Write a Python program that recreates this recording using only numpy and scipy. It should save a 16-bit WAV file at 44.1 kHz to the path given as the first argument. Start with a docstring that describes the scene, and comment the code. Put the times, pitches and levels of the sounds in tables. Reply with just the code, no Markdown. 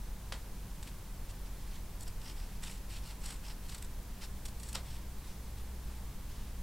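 """Craft table in a small dry room: small sharp scissors work through backed fabric.
Random fibre breaks, filtered by cloth, blades and backing, rasp in short strokes; thread bundles snap
as brief crackle, and twice the scissors clack shut, a knock with ringing handles and blades.
Shaped noise makes a low rumble and a soft even hiss; wavering sines make the hum of distant machines."""
import sys
import numpy as np
from scipy import signal
from scipy.fft import rfft, irfft, next_fast_len
from scipy.io import wavfile
from scipy.ndimage import uniform_filter1d, map_coordinates

SR = 44100
rng = np.random.default_rng(int(sys.argv[2]) if len(sys.argv) > 2 else 0)


def generate_wav(sig):
    """Save sig (samples, or channels by samples) to the path in sys.argv[1] as 16-bit PCM at SR."""
    pcm = np.round(np.clip(np.atleast_2d(sig).T, -1, 1) * 32767).astype(np.int16)
    wavfile.write(sys.argv[1], SR, pcm)


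N = 292199

# Spectrum of the stiff cloth. Each row: frequency in Hz, relative density in dB per Hz.
CLOTH_SPECTRUM = [(250, -9), (600, -13), (870, 0), (1150, -3.5), (1800, 0.5), (2300, -1), (2900, 1),
                  (3600, 1), (4400, 0), (5600, -2.5), (6300, -6), (9000, -8.5), (12500, -12.5),
                  (15500, -33)]
# Resonances of the blades. Each row: frequency in Hz, width in Hz, relative level in dB.
BLADE_MODES = [(4380, 200, 1), (5640, 230, 0.5), (6960, 510, 1), (8100, 460, 5.5), (9130, 810, -3),
               (10230, 660, -4), (11730, 440, -8), (12700, 390, -5.5)]


def amp(db):
    """Decibels to gain."""
    return 10 ** (np.asarray(db) / 20)


def unit(x):
    """Scale to rms 1."""
    return x / np.sqrt(np.mean(x ** 2) + 1e-20)


def along(points, hz):
    """Read (Hz, value) points on a log frequency axis."""
    f, v = np.transpose(points)
    return np.interp(np.log(hz + 1), np.log(f + 1), v)


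def wobble(rate_hz):
    """Smooth random curve with rate_hz knots a second."""
    knots = rng.standard_normal(int(N * rate_hz / SR) + 4)
    return map_coordinates(knots, [np.arange(N) * rate_hz / SR])


def filtered(x, response):
    """Multiply the spectrum of x by a response of frequency."""
    m = next_fast_len(N + SR // 2)
    return irfft(rfft(x, m) * response(np.fft.rfftfreq(m, 1 / SR)), m)[..., :N]


def body(x, spectrum, size=2048):
    """Minimum-phase filter with this spectrum and unit pulse energy."""
    log_gain = np.log(amp(along(spectrum, np.fft.rfftfreq(size, 1 / SR))))
    cepstrum = irfft(log_gain)
    cepstrum[1:size // 2] *= 2  # fold onto positive time: causal
    cepstrum[size // 2 + 1:] = 0
    pulse = irfft(np.exp(rfft(cepstrum)))
    return signal.fftconvolve(x, pulse / np.linalg.norm(pulse))[:N]


def ring(x, modes, size=1024, soft_hz=13300):
    """Resonances damped by fingers and cloth; the soft contact dulls the very top."""
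    t = np.arange(size) / SR
    pulse = np.zeros(size)
    for k, (hz, width_hz, db) in enumerate(modes):
        decay = width_hz * np.exp(-np.pi * width_hz * t)
        pulse += (-1) ** k * amp(db) * decay * np.cos(2 * np.pi * hz * t)
    pulse = signal.sosfilt(signal.butter(5, soft_hz, fs=SR, output="sos"), pulse)
    return signal.fftconvolve(x, pulse / np.linalg.norm(pulse))[:N]


def flexing(x, depth_db, size=256):
    """The cloth bends as it moves, so its spectrum shifts from moment to moment."""
    z = signal.stft(x, nperseg=size)[2]
    field = uniform_filter1d(rng.standard_normal(z.shape), size=3, axis=0)  # bins
    field = uniform_filter1d(field, size=14, axis=1)  # frames
    return signal.istft(z * unit(amp(depth_db * unit(field))), nperseg=size)[1][:N]


def fibres(rate_hz, scatter_db, smooth):
    """Fibres break at random moments and sizes, over a share of smooth friction; rms 1."""
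    hits = rng.random(N) < rate_hz / SR
    breaks = hits * rng.choice([-1, 1], N) * amp(scatter_db * rng.standard_normal(N))
    return unit(unit(breaks) + smooth * rng.standard_normal(N))


def rasp(cloth, steel, scrape, catch_db, smooth, catch_rate_hz=130):
    """Fibres catch and break under three envelopes, sounding cloth, blades and backing."""
    # Backing along the flat of a blade. Each row: frequency in Hz, width in Hz, relative level in dB.
    backing_modes = [(886, 110, 3), (2800, 550, -2.5), (4930, 180, 4), (5520, 190, 3)]
    catches = unit(amp(catch_db * wobble(catch_rate_hz)))

    def weave():
        return catches * fibres(rate_hz=2000, scatter_db=0.5, smooth=smooth)

    cloth_sound = flexing(body(cloth * weave(), CLOTH_SPECTRUM), depth_db=2)
    steel_sound = ring(steel * weave(), BLADE_MODES)
    return cloth_sound + steel_sound + ring(scrape * weave(), backing_modes)


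def squeeze(start_s, hardest_s, end_s):
    """Cut envelope: pressure builds to the middle of the sorted times, then lets go."""
    return np.interp(np.arange(N) / SR, np.sort([start_s, hardest_s, end_s]), [0, 1, 0])


def cuts(scrape_db=-8):
    """The closing edges squeeze through the cloth and catch unevenly on its threads."""
    # Blades squeezing through the cloth. Each row: start, hardest squeeze and end in seconds
    # (the last two may swap), level in dB, blade level relative to it in dB.
    cut_rows = [(0.82, 0.875, 0.92, -58.5, -7), (1.278, 1.318, 1.31, -58, 0.5),
                (1.986, 2.025, 2.04, -59, 5.5), (2.62, 2.631, 2.806, -51.5, -1.5),
                (3.201, 3.267, 3.392, -51.5, 1), (3.61, 3.735, 3.79, -56, -2),
                (4.548, 4.744, 4.7, -60.5, 4)]
    cloth, steel = np.zeros((2, N))
    for start_s, hardest_s, end_s, db, steel_db in cut_rows:
        pressure = amp(db) * squeeze(start_s, hardest_s, end_s)
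        cloth += pressure
        steel += amp(steel_db) * pressure
    return rasp(cloth, steel, amp(scrape_db) * cloth, catch_db=2.5, smooth=0.36)


def burst(s, length_s, rise_s):
    """Short contact envelope: exponential rise against a Gaussian release."""
    age = np.arange(SR // 16) / SR
    shape = (1 - np.exp(-age / rise_s)) * np.exp(-(age / length_s) ** 2)
    return np.pad(shape, (round(s * SR), N))[:N]


def snaps(cloth_db=6, steel_db=-4, fizz_db=-11.0):
    """A thread bundle parts in milliseconds of crackle that fizzes and shakes cloth and blades."""
    # Thickest bundles parting. Each row: start in seconds, drive level in dB before the envelope,
    # cloth drive relative to it in dB before cloth_db, length in seconds.
    snap_rows = [(0.826, -37.5, -10, 0.0069), (0.87, -42, -6, 0.011), (2.007, -33.5, -19, 0.0034),
                 (2.029, -36, -19, 0.0054), (2.075, -33.5, -22, 0.0075), (2.213, -53, 4, .008),
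                 (2.634, -36, -5.5, 0.0063), (2.646, -38, -11, .005), (2.71, -36, -16, .006),
                 (3.303, -36, -16, 0.0065), (3.692, -42, -4.5, 0.0076), (3.718, -41.5, -5, 0.0096),
                 (3.744, -35, -10.5, 0.0071), (3.778, -38.5, -13, 0.0078), (3.822, -33.5, -12, .006),
                 (3.843, -41, -15, 0.0087), (4.451, -31.5, -13.5, .011), (4.48, -38.5, -11, 0.0086),
                 (4.596, -37, -18, 0.0087), (4.63, -32, -14, 0.0057), (4.684, -33, -17, 0.011),
                 (4.7266, -30, -16, 0.0055), (4.748, -27, -9.5, 0.0065)]
    # Fizz of the parting threads. Each row: frequency in Hz, relative density in dB per Hz.
    fizz_spectrum = [(2000, -16), (6500, -12), (9000, 4.5), (12500, -3.5), (15500, -11)]
    cloth, threads = np.zeros((2, N))
    for s, db, share_db, length_s in snap_rows:
        tear = amp(db) * burst(s, length_s, rise_s=length_s)
        cloth += amp(share_db + cloth_db) * tear
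        threads += tear

    def crackle():
        return fibres(rate_hz=4000, scatter_db=3.5, smooth=0.75)

    cloth_sound = body(crackle() * cloth, CLOTH_SPECTRUM)
    steel_sound = amp(steel_db) * ring(crackle() * threads, BLADE_MODES)
    return cloth_sound + steel_sound + amp(fizz_db) * body(crackle() * threads, fizz_spectrum)


def crack(s, length_s, size=2048):
    """Hard contact: brief chatter with nearly equal energy at every frequency."""
    shape = burst(0, length_s, rise_s=0.00022)[:size]
    phase = np.angle(rfft(shape * rng.standard_normal(size)))
    even = irfft(np.exp(1j * phase)) * np.sqrt(shape)
    even *= np.linalg.norm(shape) / np.linalg.norm(even)
    return np.pad(even, (round(s * SR), N))[:N]


def clacks():
    """The scissors close fully: the handles meet, ring briefly and jar the blades."""
    # Full closings. Each row: start in seconds, drive levels of knock, handles and blades in dB,
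    # length in seconds.
    clack_rows = [(0.322, -36, -45, -52, 0.0069), (4.7550, -35, -39, -45, 0.0043)]
    # Knock of the handles meeting. Each row: frequency in Hz, relative density in dB per Hz.
    knock_spectrum = [(150, -12), (350, 2), (560, -1.5), (1000, 4), (1500, 7), (2300, 1), (3400, 5),
                      (4500, 3), (5400, 0.5), (6300, -5), (8000, -5.5), (11000, -15), (15500, -31)]
    # Handle resonances. Each row: frequency in Hz, width in Hz, relative level in dB.
    handle_modes = [(523, 37, 2.5), (835, 350, -3), (1493, 115, 5), (2540, 110, -5), (3700, 290, -3.5),
                    (5630, 350, -9.5)]
    knock, handles, steel = np.zeros((3, N))
    for s, knock_db, handle_db, steel_db, length_s in clack_rows:
        knock += amp(knock_db) * crack(s, length_s)
        handles += amp(handle_db) * crack(s, length_s)
        steel += amp(steel_db) * crack(s, length_s)
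    return body(knock, knock_spectrum) + ring(handles, handle_modes) + ring(steel, BLADE_MODES)


def glide(start_s, end_s, edge_s=0.027):
    """Sliding contact envelope: power rises, holds and falls linearly."""
    t = np.arange(N) / SR
    return np.sqrt(np.clip(np.minimum(t - start_s, end_s - t) / edge_s, 0, 1))


def slides(steel_db=-5):
    """The open blades slide along the cloth, its backing scraping evenly on the flat of a blade."""
    # Slides. Each row: start and end in seconds, level in dB, scrape relative to it in dB.
    slide_rows = [(1.452, 1.486, -59.5, -1), (2.064, 2.09, -61.5, 11), (2.227, 2.33, -56, 0),
                  (2.355, 2.457, -61, 1), (2.889, 2.998, -54.5, -11), (3.02, 3.137, -56.5, -6),
                  (3.429, 3.534, -56.5, -1), (4.208, 4.261, -49.5, -3.5), (4.739, 4.768, -51, 7),
                  (4.848, 5, -60, -13)]
    cloth, scrape = np.zeros((2, N))
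    for start_s, end_s, db, scrape_db in slide_rows:
        contact = amp(db) * glide(start_s, end_s)
        cloth += contact
        scrape += amp(scrape_db) * contact
    return rasp(cloth, amp(steel_db) * cloth, scrape, catch_db=1.6, smooth=0.47)


def rubs(steel_db=-8.5):
    """The cloth shifts in the fingers with a faint rustle and brushes the blades."""
    # Rubs. Each row: start and end in seconds, level in dB.
    rub_rows = [(1.56, 1.706, -67.5), (1.705, 1.789, -57), (2.45, 2.584, -64.5), (5.223, 5.345, -60.5),
                (5.568, 5.62, -60.5), (5.858, 5.99, -62), (6.283, 6.5, -63)]
    cloth = sum(amp(db) * glide(start_s, end_s) for start_s, end_s, db in rub_rows)
    return rasp(cloth, amp(steel_db) * cloth, 0, catch_db=2.5, smooth=0.72)


def room(x, wet_db, delay_s=0.0034, width_db=-12, count=4):
    """Direct sound plus a short tail; successive instants scatter along different paths."""
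    # Decay of the room. Each row: frequency in Hz, t60 in seconds.
    decay_times = [(300, 0.32), (1500, 0.18), (5000, 0.16), (12000, 0.18)]
    hz, t, z = signal.stft(rng.standard_normal((count, 2, SR // 4)), SR, nperseg=256)
    decay = amp(-60 * t / along(decay_times, hz)[:, None])
    mid, side = signal.istft(z * decay, SR, nperseg=256)[1].swapaxes(0, 1)
    build_up = np.clip(np.arange(mid.shape[1]) / SR / delay_s - 1, 0, 1)
    side = amp(width_db) * side
    tails = np.array([mid + side, mid - side]) * build_up
    tails /= np.linalg.norm(tails, axis=2, keepdims=True)
    # overlapping half-cosine windows deal x out to the paths in turn
    turn = np.arange(N) / SR / (2 * delay_s) + np.arange(count)[:, None] / count
    paths = x * np.maximum(np.cos(2 * np.pi * turn), 0)
    return x + amp(wet_db) * signal.oaconvolve(paths[None], tails, axes=2).sum(1)[:, :N]


def hum(waver_db=2.6, waver_rate_hz=3.03, drift_hz=0.677, drift_rate_hz=4):
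    """Far machines hum unsteadily; one motor speeds up, its lines rising together and trading strength."""
    # Motor lines. Each row: multiple of the cycle rate, mean level in dB when slow, in dB when fast.
    motor_lines = [(5, -48, -55), (6, -53, -48), (10, -60, -77), (12, -67, -64), (20, -70, -66.5)]
    # Lines of other machines. Each row: mean frequency in Hz, mean level in dB.
    steady_lines = [(193.5, -66)]
    slow_hz, fast_hz = 8.5, 10.05  # cycle rate before and after
    change_s, ramp_s = 4.2, 0.303  # middle and time scale of the change
    speed = (1 + np.tanh((np.arange(N) / SR - change_s) / (2 * ramp_s))) / 2
    cycle_hz = slow_hz + (fast_hz - slow_hz) * speed
    lines = [(round(order) * cycle_hz, slow_db + (fast_db - slow_db) * speed)
             for order, slow_db, fast_db in motor_lines]
    out = np.zeros(N)
    for hz, db in [*lines, *steady_lines]:
        phase = 2 * np.pi * np.cumsum(hz + drift_hz * wobble(drift_rate_hz)) / SR
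        out += amp(db + waver_db * wobble(waver_rate_hz)) * unit(np.sin(phase))
    return out


def background(hiss_db=-55, rumble_db=-44.0, swell_db=0.4, swell_rate_hz=2.37):
    """Noise: gently swelling rumble alike in both ears, and hiss that widens towards the treble."""
    # Noise spectra. Each row: frequency in Hz, relative level in dB.
    rumble_spectrum = [(10, 1), (20, 1.5), (33, 1.5), (54, -10.5), (75, -8), (100, -11), (150, -14.5),
                       (200, -17.5), (245, -23.5), (300, -29.5), (400, -28.5), (900, -59)]
    hiss_spectrum = [(150, -17), (250, -3), (392, -9), (451, -7.5), (545, -8), (594, -9), (683, -9.5),
                     (949, -8), (1300, -13), (1740, -14), (2260, -15.5), (2730, -16.5), (4210, -17),
                     (13900, -18.5), (15700, -20.5)]
    # Left-right likeness of the hiss. Each row: frequency in Hz, correlation from 0 to 1.
    likeness = [(60, 1.0), (130, 0.98), (290, 0.96), (640, 0.93), (1410, 0.89), (3100, 0.82), (6820, 0.54),
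                (15000, 0.43)]

    def mid_side_gain(hz):
        angle = np.arccos(np.clip(along(likeness, hz), -1, 1)) / 2
        return amp(along(hiss_spectrum, hz)) * np.array([np.cos(angle), np.sin(angle)])

    mid, side = filtered(rng.standard_normal((2, N)), mid_side_gain)
    hiss = unit(np.array([mid + side, mid - side]))
    rumble = filtered(rng.standard_normal(N), lambda hz: amp(along(rumble_spectrum, hz)))
    swelling = unit(rumble * amp(swell_db * wobble(swell_rate_hz)))
    return amp(hiss_db) * hiss + amp(rumble_db) * swelling


def scene():
    """Scissors in the middle, over the background of the room."""
    cutting = room(cuts() + slides() + rubs() + snaps(), wet_db=-11.5)
    closing = room(clacks(), wet_db=-3.0)
    return cutting + closing + hum() + background()


def record(dry, top_hz=15830):
    """Band limit: nothing passes from top_hz up."""
    return filtered(dry, lambda hz: hz < top_hz)


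dry = scene()
out = record(dry)
generate_wav(out)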